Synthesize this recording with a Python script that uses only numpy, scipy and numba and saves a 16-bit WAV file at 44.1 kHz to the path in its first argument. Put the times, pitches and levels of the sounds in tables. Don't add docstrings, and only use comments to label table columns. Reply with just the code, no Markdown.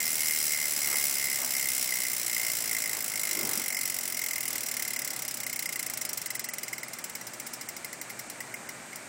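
import sys
import numpy as np
from scipy import signal
from scipy.fft import rfft, irfft
from scipy.io import wavfile
from scipy.ndimage import uniform_filter1d
from numba import njit

SR = 44100
rng = np.random.default_rng(int(sys.argv[2]) if len(sys.argv) > 2 else 0)


def log_audio(samples):
    frames = np.atleast_2d(samples).T
    limited = np.clip(frames, -1, 1)
    pcm = np.round(limited * 32767).astype(np.int16)
    wavfile.write(sys.argv[1], SR, pcm)


def voltage_ratio(decibels):
    exponent = np.asarray(decibels, float) / 20
    return 10 ** exponent


N = 400428


def colour(x, points):
    hz, db = np.transpose(points)
    log_hz = np.log(np.fft.rfftfreq(N, 1 / SR) + 1)
    return irfft(rfft(x) * voltage_ratio(np.interp(log_hz, np.log(hz), db)), N)


def unit(x):
    return x / np.sqrt(np.mean(x ** 2))


def noise(points):
    return unit(colour(rng.standard_normal(N), points))


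def fade(x, t60_s):
    return signal.lfilter([1], [1, -np.exp(-np.log(1000) / t60_s / SR)], x)


def walk(rate_hz):
    k = int(SR / rate_hz)
    steps = np.repeat(rng.standard_normal(N // k + 1), k)
    return unit(uniform_filter1d(uniform_filter1d(steps, k), k)[:N])


# frequency_hz, level_db (per Hz)
AIR_COLOUR = [(24, -62), (40, -19), (58, -15), (88, -19), (120, -5), (365, -3), (448, -7), (610, -2.5),
              (775, -3.5), (1050, -6.5), (1110, -6), (1390, -4.5), (2400, -4.5), (3120, -43), (5280, -120)]
# frequency_hz, level_db (per Hz)
HISS_COLOUR = [(2000, -74), (2600, -3), (3300, -9.5), (4400, -7), (5400, -8), (6600, -4.5), (8500, -0.5),
               (9900, -12), (12000, -15), (15000, -19), (16000, -24)]
# pitch_hz, level_db (rms)
HUM_TONES = [(120.2, -68), (177, -70), (240.4, -63.5), (600.5, -67)]


def shop():
    t = np.arange(N) / SR
    air = voltage_ratio(-46.5 + .5 * walk(2.25)) * noise(AIR_COLOUR)
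    hiss = voltage_ratio(-48.5) * noise(HISS_COLOUR)
    hum = 0
    for hz, db in HUM_TONES:
        level = voltage_ratio(db + 4 + 1.5 * walk(6))
        hum = hum + level * np.sin(2 * np.pi * hz * t + hz / 200 * walk(12))
    return air + hiss + hum


# middle_s, length_s, level_db, centre_hz, width_octaves
SCUFFS = [
    (.91, 0.21, -43.5, 870, 1.4),
    (1.429, 0.11, -45.5, 885, 0.99),
    (2.956, 0.13, -44.5, 910, 1.9),
    (3.407, 0.13, -42, 350, 0.38),
    (3.47, .2, -46.5, 200, 1.8),
    (3.487, 0.27, -43, 640, 1.9),
    (3.59, 0.066, -47, 200, 0.74),
    (4.522, 0.13, -44.5, 500, 3.7),
    (5.173, 0.15, -48.5, 600, 2.3),
]


def scuffs():
    t, out = np.arange(N) / SR, 0
    for s, length_s, db, hz, octaves in SCUFFS:
        half, far = 2 ** (octaves / 2), 8 ** octaves
        band = [(hz / far, -40), (hz / half, -2), (hz * half, -2), (hz * far, -40)]
        grains = rng.standard_normal(N) * voltage_ratio(2.2 * walk(40))
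        swell = np.exp(-(2 * (t - s) / length_s) ** 2)
        out = out + voltage_ratio(db) * swell * unit(colour(grains, band))
    return out


CLICKS_PER_TURN = 48


def per_turn(n, table):
    turns = [size * np.cos(2 * np.pi * int(times) * (n - peak) / CLICKS_PER_TURN) for times, size, peak in table]
    return sum(turns)


START_PER_S = 79.355
# times_per_turn, size (clicks/s squared), peak_click
HEAVY_SPOT = [(1, 51.94, 15.008), (2, 19.51, .78)]


def coast(order=4):
    coasting_clicks, energy_gone_at_click, first_click_s = 334, 358.71, .0144
    n = np.arange(-order, coasting_clicks * order) / order
    spent = n / energy_gone_at_click
    energy = START_PER_S ** 2 * (1 - spent) * (1 + .07915 * spent - .09454 * spent ** 2)
    speed = np.sqrt(energy + per_turn(n, HEAVY_SPOT))
    s = (np.cumsum(1 / speed) - .5 / speed) / order
    return n[::order], (first_click_s + s - s[order])[::order], speed[::order]


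# times_per_turn, swing_db, peak_click
SHELL_SWING = [(1, .45, 32.5), (2, .4, 18.9), (23, .35, .68), (24, .7, 1)]
RIM_SWING = [(1, 1.1, 33.9), (2, 4.5, 20.55), (4, 1.05, 3.4), (6, 1.6, 7.27), (23, 1.1, .21), (24, .7, 1)]
CASSETTE_SWING = [(1, .9, 28), (6, .55, 1.43), (23, .65, .81), (24, .8, 1)]
# times_per_turn, swing_hz, peak_click
PITCH_SWING = [(1, 12, 20.5), (2, 14, 11.8), (3, 11, 12.6)]
# start_s, blow_db, rim_db, pawl_scatter_ms
LAST_CLICKS = [(6.6799, -34.5, -28, 2.6), (6.7275, -32.5, -23, 7.6), (6.7803, -37, -29.5, 1.4),
               (6.8306, -35.5, -26, 2.8), (6.8819, -38.5, -33.5, 2.3), (6.9317, -34, -35, 5.3),
               (6.9849, -36.5, -32.5, 5.6), (7.0398, -31.5, -38, 3.8), (7.096, -38, -37.5, 1.9),
               (7.1502, -32.5, -30, 6), (7.2111, -40, -33, 2.3), (7.2676, -35.5, -39, 6.1),
               (7.3333, -38, -38.5, 4.1), (7.3982, -34.5, -34, 2.9), (7.464, -34.5, -35.5, 9.4),
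               (7.5322, -33, -49, 8.2), (7.6105, -35, -35.5, 2.3), (7.6872, -32.5, -32, 1.9),
               (7.765, -37, -36.5, 1.1), (7.8451, -34, -28.5, 1.7), (7.9283, -36, -33, 2.3),
               (8.0131, -35, -32, 1.7), (8.0955, -36, -29.5, 12.6), (8.1907, -34, -28.5, 7.8),
               (8.2984, -35, -43, 1.9), (8.4039, -36, -25.5, 2.5), (8.5397, -38, -23.5, 2.3),
               (8.6887, -36.5, -27, 4), (8.9285, -48, -30.5, 3.3), (8.957, -37.5, -40, 1.5)]


def clicks():
    n, s, speed = coast()
    slower = np.log2(START_PER_S / speed)
    chance = rng.standard_normal((5, len(n)))
    full_speed_db = np.c_[[-30.6, -29.3, -29.6]]
    slowing_db = np.outer([-1.4, -.7, -2.3], slower)
    swing_db = [per_turn(n, table) for table in (SHELL_SWING, RIM_SWING, CASSETTE_SWING)]
    parts_db = full_speed_db + slowing_db + swing_db + np.c_[[1.2, 2, 1.5]] * chance[:3]
    chance_hz = 18
    rim_hz = 2102 + per_turn(n, PITCH_SWING) + slower * (-15 + chance_hz * chance[3])
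    looser_db = 2.2 - 1.6 * (-1) ** n
    scatter_ms = 2.6 * voltage_ratio(looser_db * slower + 2.5 * chance[4])
    coasting = [s, *parts_db, rim_hz, scatter_ms]

    last_s, blow_db, last_rim_db, last_ms = np.transpose(LAST_CLICKS)
    last_hz = 2085 + 2 * chance_hz * rng.standard_normal(len(LAST_CLICKS))
    return np.hstack([coasting, [last_s, blow_db, last_rim_db, blow_db - 5, last_hz, last_ms]])


def pawls(s, scatter_ms):
    lag_s = np.outer(np.abs(scatter_ms) / 1e3, [0, .4, .8])
    share = (1.6 + 0.26 * rng.random(lag_s.shape)) * [.55, 1, .7]
    share /= np.sqrt(np.sum(share ** 2, axis=1, keepdims=True))
    return ((s[:, None] + lag_s) * SR).astype(int), share


@njit
def add(out, at, size, pole, damp, rise):
    for g in range(len(at)):
        z, p, gap, i = size[g] + 0j, pole[g], 1., at[g]
        while i < len(out) and z.real ** 2 + z.imag ** 2 > 1e-9:
            out[i] += z.imag * (1 - gap)
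            z, p, gap, i = z * p, p * damp, max(gap * rise, 1e-9), i + 1


def ring(at, blow, modes, scatter_db, detune, choke_s, rise_s, pitch=1):
    hz, t60_s, db = np.transpose(modes)
    chance = rng.standard_normal((at.size, len(modes), 3))
    size = voltage_ratio(db + scatter_db * chance[..., 0]) * np.sign(chance[..., 1]) * blow.reshape(-1, 1)
    turning = 2j * np.pi * pitch * hz * (1 + detune * chance[..., 2])
    pole = np.exp((turning - np.log(1000) / t60_s) / SR)
    damp, rise = np.exp(-2 / (choke_s * SR) ** 2), np.exp(-1 / (rise_s * SR))
    out = np.zeros(N)
    add(out, np.repeat(at, len(modes)), size.ravel(), pole.ravel(), damp, rise)
    return out


# pitch_hz, fade_s (to -60 dB), level_db
SHELL_MODES = [(4110, 0.05, -8.5), (5094, 0.082, -4), (5430, 0.082, -7), (5755, 0.071, -3),
               (5990, 0.047, -8.5), (6740, 0.029, -10.5), (7316, .04, 0), (7710, 0.051, -7.5),
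               (7920, 0.059, -2.5)]
# pitch_hz, fade_s (to -60 dB), level_db
CASSETTE_MODES = [(9860, .05, 0), (11080, .04, 0), (12000, .03, -5), (13800, .035, -2), (14650, .04, 0),
                  (15300, .03, -3)]
# pitch_ratio (times the rim's pitch), fade_s (to -60 dB), level_db
RIM_MODES = [(.92, 0.034, -2), (1.002, 0.07, 4), (1.077, 0.18, -13), (1.378, 0.15, -15.5)]


def ringing_parts(at, shell, cassette, rim, rim_hz):
    out = voltage_ratio(-6) * ring(at, shell, SHELL_MODES, 4.5, .008, choke_s=.045, rise_s=.0002)
    out += voltage_ratio(-6.5) * ring(at, cassette, CASSETTE_MODES, 5, .005, choke_s=.02, rise_s=.0002)
    out += voltage_ratio(-3) * ring(at[:, 1] - 30, rim, RIM_MODES, 1.3, .0085, choke_s=.011, rise_s=.0025,
                          pitch=rim_hz[:, None])
    return out


# frequency_hz, level_db (per Hz)
CROWD_COLOUR = [(1000, -28), (1700, -12), (2500, -8.5), (3400, -11), (4500, -8), (5500, -3), (6500, -6),
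                (7700, -1), (9000, -4), (11000, -1), (12800, -5), (14500, 0), (15800, -1)]
# frequency_hz, level_db
WASH_LOSS = [(2500, -2), (4000, -5), (5000, 0), (9000, 0), (12500, -5), (16000, -4)]
# frequency_hz, level_db
ROOM_LOSS = [(3000, 6.5), (8500, -3), (11000, -20), (16000, -16)]


def crack_and_tail(at, shell, cassette):
    energy = np.bincount(at.ravel(), (shell * cassette).ravel(), N)[:N]
    energy = np.abs(uniform_filter1d(energy, size=40, origin=19))
    crowd = noise(CROWD_COLOUR)
    crack = voltage_ratio(7.5) * np.sqrt(fade(energy, 0.018 / 2)) * crowd
    wash = voltage_ratio(3) * np.sqrt(fade(energy, 0.081 / 2)) * colour(np.roll(crowd, N // 4), WASH_LOSS)
    room = voltage_ratio(-11.5) * np.sqrt(fade(energy, 0.71 / 2)) * colour(np.roll(crowd, N // 2), ROOM_LOSS)
    contact = cassette[:, 1] * np.sign(rng.standard_normal(len(at)))
    tick = voltage_ratio(25) * colour(np.bincount(at[:, 1], contact, N)[:N], CROWD_COLOUR)
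    return crack + wash + room + tick


def freehub():
    s, shell_db, rim_db, cassette_db, rim_hz, scatter_ms = clicks()
    at, share = pawls(s, scatter_ms)
    shell = voltage_ratio(shell_db)[:, None] * share
    cassette = voltage_ratio(cassette_db)[:, None] * share
    return ringing_parts(at, shell, cassette, voltage_ratio(rim_db), rim_hz) + crack_and_tail(at, shell, cassette)


def thin_treble(x, under_db, size=8, order=4):
    cells = signal.stft(x, nperseg=256)[2]
    power = np.abs(cells) ** 2
    rows, columns = power.shape
    bands = uniform_filter1d(power, size=order + 1, axis=0)[::order].repeat(order, axis=0)[:rows]

    def in_blocks(values):
        return np.pad(values, (3, -(columns + 3) % size)).reshape(-1, size)

    def spread(per_block):
        return per_block.repeat(size)[3:3 + columns]

    blocks = in_blocks(power.mean(axis=0))
    loudest = spread(blocks.max(axis=1))
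    struck = spread(blocks.max(axis=1) > 2.5 * blocks.min(axis=1))
    rim_ring = spread(in_blocks(power[12]).mean(axis=1))
    bar = loudest * voltage_ratio(2 * under_db) + np.outer(np.arange(rows) < 28, rim_ring) * voltage_ratio(-43)
    cells[16:] *= np.where((bands < bar) & struck, .03, 1)[16:]
    return signal.istft(cells, nperseg=256)[1][:N]


def scene():
    return (shop() + scuffs() + freehub())[None]


def roll_off(x):
    return signal.sosfilt(signal.butter(12, 17000, fs=SR, output="sos"), x)


def record(dry):
    top_cut = signal.ellip(14, .2, 70, 15850, fs=SR, output="sos")
    mix = thin_treble(signal.sosfilt(top_cut, dry[0]), under_db=-15.8)[None]
    return roll_off(mix)


dry = scene()
out = record(dry)
log_audio(out)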